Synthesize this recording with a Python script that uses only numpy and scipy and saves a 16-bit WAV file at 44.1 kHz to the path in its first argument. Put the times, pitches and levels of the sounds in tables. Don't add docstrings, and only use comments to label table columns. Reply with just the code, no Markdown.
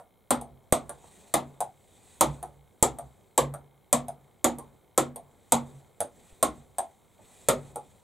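import sys
import numpy as np
from scipy import signal
from scipy.fft import rfft, irfft, next_fast_len
from scipy.io import wavfile
from scipy.ndimage import uniform_filter1d, map_coordinates

SR = 44100
rng = np.random.default_rng(int(sys.argv[2]) if len(sys.argv) > 2 else 0)


def decibels_to_gain(level_db):
    exponent = np.asarray(level_db, float) / 20
    return 10 ** exponent


def transcribe(u):
    v = np.clip(np.atleast_2d(u).T, -1, 1)
    q = np.round(v * 32767).astype(np.int16)
    wavfile.write(sys.argv[1], SR, q)


N = 354108

HIT = np.arange(int(0.6 * SR)) / SR
HEAD = 1300
TOP_HZ = 15800
LOW_CUT = signal.butter(2, 45, "high", fs=SR)


def unit(x, head=None):
    return x / np.sqrt(np.mean(x[..., :head] ** 2) + 1e-20)


def along(points, hz):
    f, v = np.transpose(points)
    return np.interp(np.log(hz + 1), np.log(f + 1), v)


def wobble(rate):
    knots = rng.standard_normal(int(N * rate / SR) + 4)
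    return map_coordinates(knots, [np.arange(N) * rate / SR])


def paired(pair, spectrum, alike):
    length = pair.shape[1]
    hz = np.fft.rfftfreq(length, 1 / SR)
    turn = np.arccos(np.clip(along(alike, hz), -1, 1)) / 2
    colour = decibels_to_gain(along(spectrum, hz)) * (hz < TOP_HZ)
    mid, side = irfft(rfft(pair) * colour * [np.cos(turn), np.sin(turn)], length)
    return np.array([mid + side, mid - side])


def ring(modes, scatter_db, attack):
    hz, db, t60 = np.transpose(modes)[..., None]
    strength, detune, phase = rng.standard_normal((3, len(modes), 1))
    swing = np.sin(2 * np.pi * hz * (1 + 0.012 * detune) * HIT + phase)
    fading = decibels_to_gain(db + scatter_db * strength - 60 * HIT / t60)
    return unit((fading * swing).sum(0) * (1 - np.exp(-HIT / attack)), HEAD)


def with_echoes(dry, echoes, stretch):
    copies = [decibels_to_gain(db) * np.pad(dry, (round(abs(delay * k) * SR), 0))[:len(HIT)]
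              for (delay, db), k in zip(echoes, stretch)]
    return dry + sum(copies)


# frequency in Hz, time to fall by 60 dB in seconds.
ROOM_FADE = [(100, 0.43), (350, 0.22), (900, 0.2), (2400, 0.2), (6400, 0.15), (14000, 0.1)]
# frequency in Hz, left-right likeness (1 = same, -1 = opposite).
ECHO_LIKENESS = [(100, .93), (600, 0.87), (1100, .7), (1800, 0.8), (3000, 0.94), (5000, 0.96), (7800, .93),
                 (9000, 0.038), (10000, -0.012), (11000, -0.53), (12500, -0.072), (15000, .1)]
# usual delay in seconds, level in dB against the blow.
FIRST_ECHOES = [(.0016, -2.5), (.0031, -7), (.007, -8.5)]


def place(mix, s, dry, pan_db, wet_db):
    dry = signal.lfilter(*LOW_CUT, dry)
    hz, t, z = signal.stft(rng.standard_normal((2, len(HIT))), SR, nperseg=256)
    fading = decibels_to_gain(-60 * t / along(ROOM_FADE, hz)[:, None])
    tail = signal.istft(z * fading, SR, nperseg=256)[1][:, :len(HIT)]
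    tail = paired(tail, [(100, 0)], ECHO_LIKENESS)
    tail = tail * (1 - np.exp(-(HIT / 0.0012) ** 2))
    tail = tail / np.sqrt(np.mean(np.sum(tail ** 2, 1)))
    echo = signal.fftconvolve(dry[None], tail, axes=1)[:, :len(HIT)]
    stretch = 1 + 0.2 * rng.standard_normal(len(FIRST_ECHOES))
    dry = with_echoes(dry, FIRST_ECHOES, stretch)
    sound = (dry + decibels_to_gain(wet_db) * echo) / np.sqrt(1 + decibels_to_gain(2 * wet_db))
    sound = sound * np.cos(HIT / HIT[-1] * np.pi / 2)
    start = SR + round(s * SR)
    mix[:, start:start + len(HIT)] += sound * decibels_to_gain([[pan_db / 2], [-pan_db / 2]])


# frequency in Hz, level in dB before the surface's change, 60 dB fade in seconds.
SHELL_MODES = [(6820, -5, 0.0092), (7380, -0.5, .008), (7940, 2, 0.0056), (8716, -6, 0.013),
               (8550, -8.5, 0.0045), (9850, -4, 0.0069), (11630, -7.5, 0.003), (11740, -1, 0.0025),
               (13000, -15.5, .004), (14200, -16, .003)]


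def shell(low_db, long_db, high_db):
    modes = []
    for hz, db, t60 in SHELL_MODES:
        db = db + low_db * (hz < 8200) + long_db * (8200 < hz < 8800) + high_db * (hz > 11000)
        modes.append((hz, db, t60))
    return ring(modes, scatter_db=0.5, attack=0.00016)


# frequency in Hz, level in dB per Hz.
CRACK_COLOUR = [(300, -31), (1400, -6), (2100, -1.5), (2700, -6), (3600, 1), (5200, -10.5), (7500, -5),
                (12000, 3), (16000, -28.5)]


def crack():
    hz = np.fft.rfftfreq(len(HIT), 1 / SR)
    delay = np.exp(-2j * np.pi * hz * 0.0008)
    pulse = irfft(decibels_to_gain(along(CRACK_COLOUR, hz)) * delay, len(HIT))
    return unit(pulse * (HIT < 0.004), HEAD)


# multiple of its pitch, level in dB (side modes before the hand's change),
# 60 dB fade in seconds.
BLADE_MODES = [(0.599, -3.5, .009), (0.781, -3.5, 0.012), (1.0, 3, 0.014), (1.199, -5.5, 0.013),
               (1.4, -11, .008), (1.569, -7.5, 0.011)]
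# delay in seconds, level in dB against the knock.
WALL_ECHOES = [(.0085, 2), (.019, -3.5)]


def blade(pitch, side_db):
    modes = [(pitch * k, db + side_db * (k != 1.0), t60) for k, db, t60 in BLADE_MODES]
    knock = ring(modes, scatter_db=3, attack=0.0015)
    return unit(with_echoes(knock, WALL_ECHOES, [1, 1]), HEAD)


# start in seconds, blade knock in dB, shell click in dB, blade pitch in Hz, hand.
PADDLE_STROKES = [(-.012, -48.5, -57.5, 741, "right"), (0.4126, -43.5, -48.5, 740, "left"),
                  (0.8938, -42.5, -44, 883, "right"), (1.605, -30, -37, 767, "left"),
                  (2.428, -41, -46.5, 761, "right"), (2.9863, -41.5, -48, 735, "left"),
                  (3.539, -43.5, -49, 762, "right"), (4.083, -40.5, -46.5, 717, "left"),
                  (4.585, -43.5, -48.5, 774, "right"), (5.1596, -43.5, -46, 713, "left"),
                  (6.0045, -32.5, -32.5, 795, "right"), (6.7838, -29.5, -34, 757, "left"),
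                  (7.7585, -38, -45, 850, "right")]
PADDLES = {"left": (-10.5, 0, .1), "right": (3.8, -2.5, -0.96)}


def strokes(mix):
    for s, knock_db, click_db, pitch, hand in PADDLE_STROKES:
        side_db, long_db, pan_db = PADDLES[hand]
        place(mix, s, decibels_to_gain(knock_db) * blade(pitch, side_db), pan_db, wet_db=-3.5)
        click = shell(low_db=-21.5, long_db=long_db, high_db=-6.5) + decibels_to_gain(-12) * crack()
        place(mix, s, decibels_to_gain(click_db) * click, 1.2 * pan_db, wet_db=0.0)


# frequency in Hz, left-right likeness (1 = same).
NOISE_LIKENESS = [(60, 0.25), (300, 0.55), (1000, 0.87), (1700, 0.94), (7600, 1), (8600, 0.46),
                  (11000, 0.091), (15000, .2)]


def rush(spectrum, patchy_db):
    z = signal.stft(rng.standard_normal((2, next_fast_len(N + 1024))), nperseg=512)[2]
    field = uniform_filter1d(rng.standard_normal(z.shape[1:]), 6, 0, mode="wrap")
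    field = uniform_filter1d(field, 10, 1)
    pair = signal.istft(z * decibels_to_gain(patchy_db * unit(field)), nperseg=512)[1]
    return unit(paired(pair, spectrum, NOISE_LIKENESS)[:, :N])


# frequency in Hz, level in dB against the other modes, 60 dB fade in seconds.
TICK_MODES = [(2110, -4, 0.03), (2500, -3, 0.0045), (3208, -1, 0.0091), (3680, 3.5, 0.005)]
# frequency in Hz, level in dB per Hz.
HISS_COLOUR = [(760, -29.5), (1300, -12), (1820, -17), (2060, -2.5), (2680, -11.5), (3920, -3),
               (4730, -14.5), (10600, -3), (16000, -4)]


def camera():
    rate = 59.94
    tick_db, hiss_db = -80, -74.5
    at = ((0.0065 + np.arange(int(8 * rate)) / rate) * SR).astype(int)
    ticks = np.zeros(N)
    ticks[at] = decibels_to_gain(-4 * (np.arange(len(at)) % 2) + 2 * rng.standard_normal(len(at)))
    tick = ring(TICK_MODES, scatter_db=1, attack=0.001)[:2000]
    ticking = signal.fftconvolve(ticks, tick)[:N]
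    return decibels_to_gain(tick_db) * ticking + decibels_to_gain(hiss_db) * rush(HISS_COLOUR, patchy_db=0.6)


# time in seconds, level in dB before small wobbles.
REACHES = [(0.0, -100.5), (0.72, -75), (1.2, -58.5), (1.68, -75.5), (1.97, -65), (2.35, -61), (2.6, -80.5),
           (3.0, -68.5), (3.7, -83.5), (4.63, -73), (5.0, -82.5), (5.7, -63), (5.98, -75), (6.2, -62.5),
           (7.09, -75), (7.25, -62), (7.56, -58.5), (7.8, -68.5), (8.03, -70.5)]


def reaching_db():
    return np.interp(np.arange(N) / SR, *np.transpose(REACHES))


# frequency in Hz, level in dB per Hz.
STIR_COLOUR = [(15, -24.5), (25, -15), (102, -3), (119, -10), (204, -8.5), (331, -15), (371, -9.5),
               (468, -11), (662, -14), (757, -12), (2500, -38), (3250, -63), (5500, -120)]


def stir():
    rest_db, moving_db = -65.5, -59.5
    follows = 0.5
    linger_db, linger_t60 = -24, 1.1
    t = np.arange(N) / SR
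    rustle_db = reaching_db()
    power = decibels_to_gain(2 * rest_db) + decibels_to_gain(2 * (moving_db + follows * (rustle_db - rustle_db.max())))
    for s, knock_db, *_ in TABLE_BOUNCES:
        fading_db = knock_db + linger_db - 60 * np.abs(t - s) / linger_t60
        power = power + (t > s) * decibels_to_gain(2 * fading_db)
    return np.sqrt(power) * rush(STIR_COLOUR, patchy_db=1.2)


# frequency in Hz, level in dB per Hz.
RUSTLE_COLOUR = [(880, -44), (1500, -12.5), (2000, -3.5), (2210, -11), (2440, -2.5), (2740, -11),
                 (3730, -2.5), (5120, -16), (7920, 0.5), (9850, -7.5), (15100, -20), (16000, -20)]


def shirt():
    level_db = reaching_db() + 1.3 * wobble(12) + 1.2 * wobble(70)
    return decibels_to_gain(level_db) * rush(RUSTLE_COLOUR, patchy_db=1.4)


# frequency in Hz, level in dB against the others, 60 dB fade in seconds.
TOP_MODES = [(327, -6.5, 0.022), (395, -6, .02), (536, 0, 0.018), (630, -8, 0.028), (741, 3.5, 0.015),
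             (892, 5.5, 0.011), (1102, -1, 0.017), (1218, 1, 0.011), (1290, -7, 0.011), (1560, -13, .008)]


def table_top(scatter_db, attack):
    return ring(TOP_MODES, scatter_db, attack)


# frequency in Hz, level in dB against the others, 60 dB fade in seconds.
FRAME_MODES = [(52, -10.5, 0.081), (63.6, -13, 0.94), (103, -5.5, 0.14), (139.4, -5, 1), (150, -6.5, 0.45),
               (170, -9, .15)]


def frame():
    waver_db = 4.5 * map_coordinates(rng.standard_normal(24), [HIT * 22])
    return decibels_to_gain(waver_db) * ring(FRAME_MODES, scatter_db=2.5, attack=0.01)


# start in seconds, table knock in dB, shell click in dB, long table mode in dB,
# left over right in dB (for the knock).
TABLE_BOUNCES = [(0.3064, -24.5, -28.5, -33, 0.5), (0.724, -25, -26, -42, -1),
                 (1.3398, -23.5, -29.5, -38.5, 0.5), (2.209, -21, -25, -43, -0.5),
                 (2.8263, -24, -22, -38.5, 0.65), (3.3777, -22, -27, -39, -0.6),
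                 (3.9279, -23.5, -23.5, -34.5, 1), (4.4434, -23, -26, -36.5, -0.7),
                 (4.9774, -23, -25, -36, 0), (5.5212, -22, -24.5, -35, -0.7),
                 (6.4276, -25.5, -26.5, -37.5, -0.3), (7.4861, -21, -26, -36, 0)]
# from and to, both in seconds.
LOWER_TIMES = [(0, 1.9), (5.9, 7.0)]
TABLE_SURFACES = {"upper": (-1, 0.65, -25), "lower": (-7, 5.6, -23.5)}
# frequency in Hz, level in dB, 60 dB fade in seconds.
LONG_MODE = [(242, 0, 0.33)]


def bounces(mix):
    for s, knock_db, click_db, panel_db, pan_db in TABLE_BOUNCES:
        on_lower = any(a < s < b for a, b in LOWER_TIMES)
        low_db, long_db, boom_db = TABLE_SURFACES["lower" if on_lower else "upper"]
        knock = table_top(scatter_db=2.0, attack=0.0029) + decibels_to_gain(-7.0) * crack()
        place(mix, s, decibels_to_gain(knock_db) * knock, pan_db, wet_db=4.5)
        click = shell(low_db, long_db, high_db=-2.0)
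        place(mix, s, decibels_to_gain(click_db) * click, 1.6 * pan_db, wet_db=-2.5)
        boom = decibels_to_gain(knock_db + boom_db) * frame()
        panel = decibels_to_gain(panel_db) * ring(LONG_MODE, scatter_db=0, attack=0.0074)
        place(mix, s, boom + panel, pan_db, wet_db=-4.5)


# start in seconds, peak in dB before the microphones, time to the peak in seconds.
LOW_THUMPS = [(0.7264, -4, 0.00021), (2.827, -7.5, 0.00029), (6.325, -46, 0.003)]


def thumps(mix):
    for s, peak_db, length in LOW_THUMPS:
        start = SR + round(s * SR)
        pulse = HIT / length * np.exp(1 - HIT / length)
        mix[:, start:start + len(HIT)] -= decibels_to_gain(peak_db) * pulse


# start in seconds, level in dB.
STRAY_KNOCKS = [(1.04, -57), (7.191, -60)]


def stray_knocks(mix):
    for s, knock_db in STRAY_KNOCKS:
        place(mix, s, decibels_to_gain(knock_db) * table_top(scatter_db=5.0, attack=0.0012), -2.5, wet_db=2.5)


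def rally():
    mix = np.zeros((2, N + 2 * SR))
    strokes(mix)
    bounces(mix)
    thumps(mix)
    stray_knocks(mix)
    return mix[:, SR:SR + N]


def scene():
    return rally() + camera() + stir() + shirt()


# frequency in Hz, left over right in dB.
PORT_BALANCE = [(100, -0.5), (300, -1.5), (550, -0.5), (1100, 2), (1800, 0.5), (9000, -0.5)]


def microphones(dry):
    size = next_fast_len(N + 4096)
    tilt_db = along(PORT_BALANCE, np.fft.rfftfreq(size, 1 / SR)) / 2
    return irfft(rfft(dry, size) * decibels_to_gain([tilt_db, -tilt_db]), size)[:, :N]


def band_limit(x):
    return signal.sosfilt(signal.butter(12, 16670, fs=SR, output="sos"), x)


def record(dry):
    ports = microphones(dry)
    rounded = ports / (1 + np.abs(ports / 0.93) ** 6) ** (1 / 6)
    return band_limit(rounded)


dry = scene()
out = record(dry)
transcribe(out)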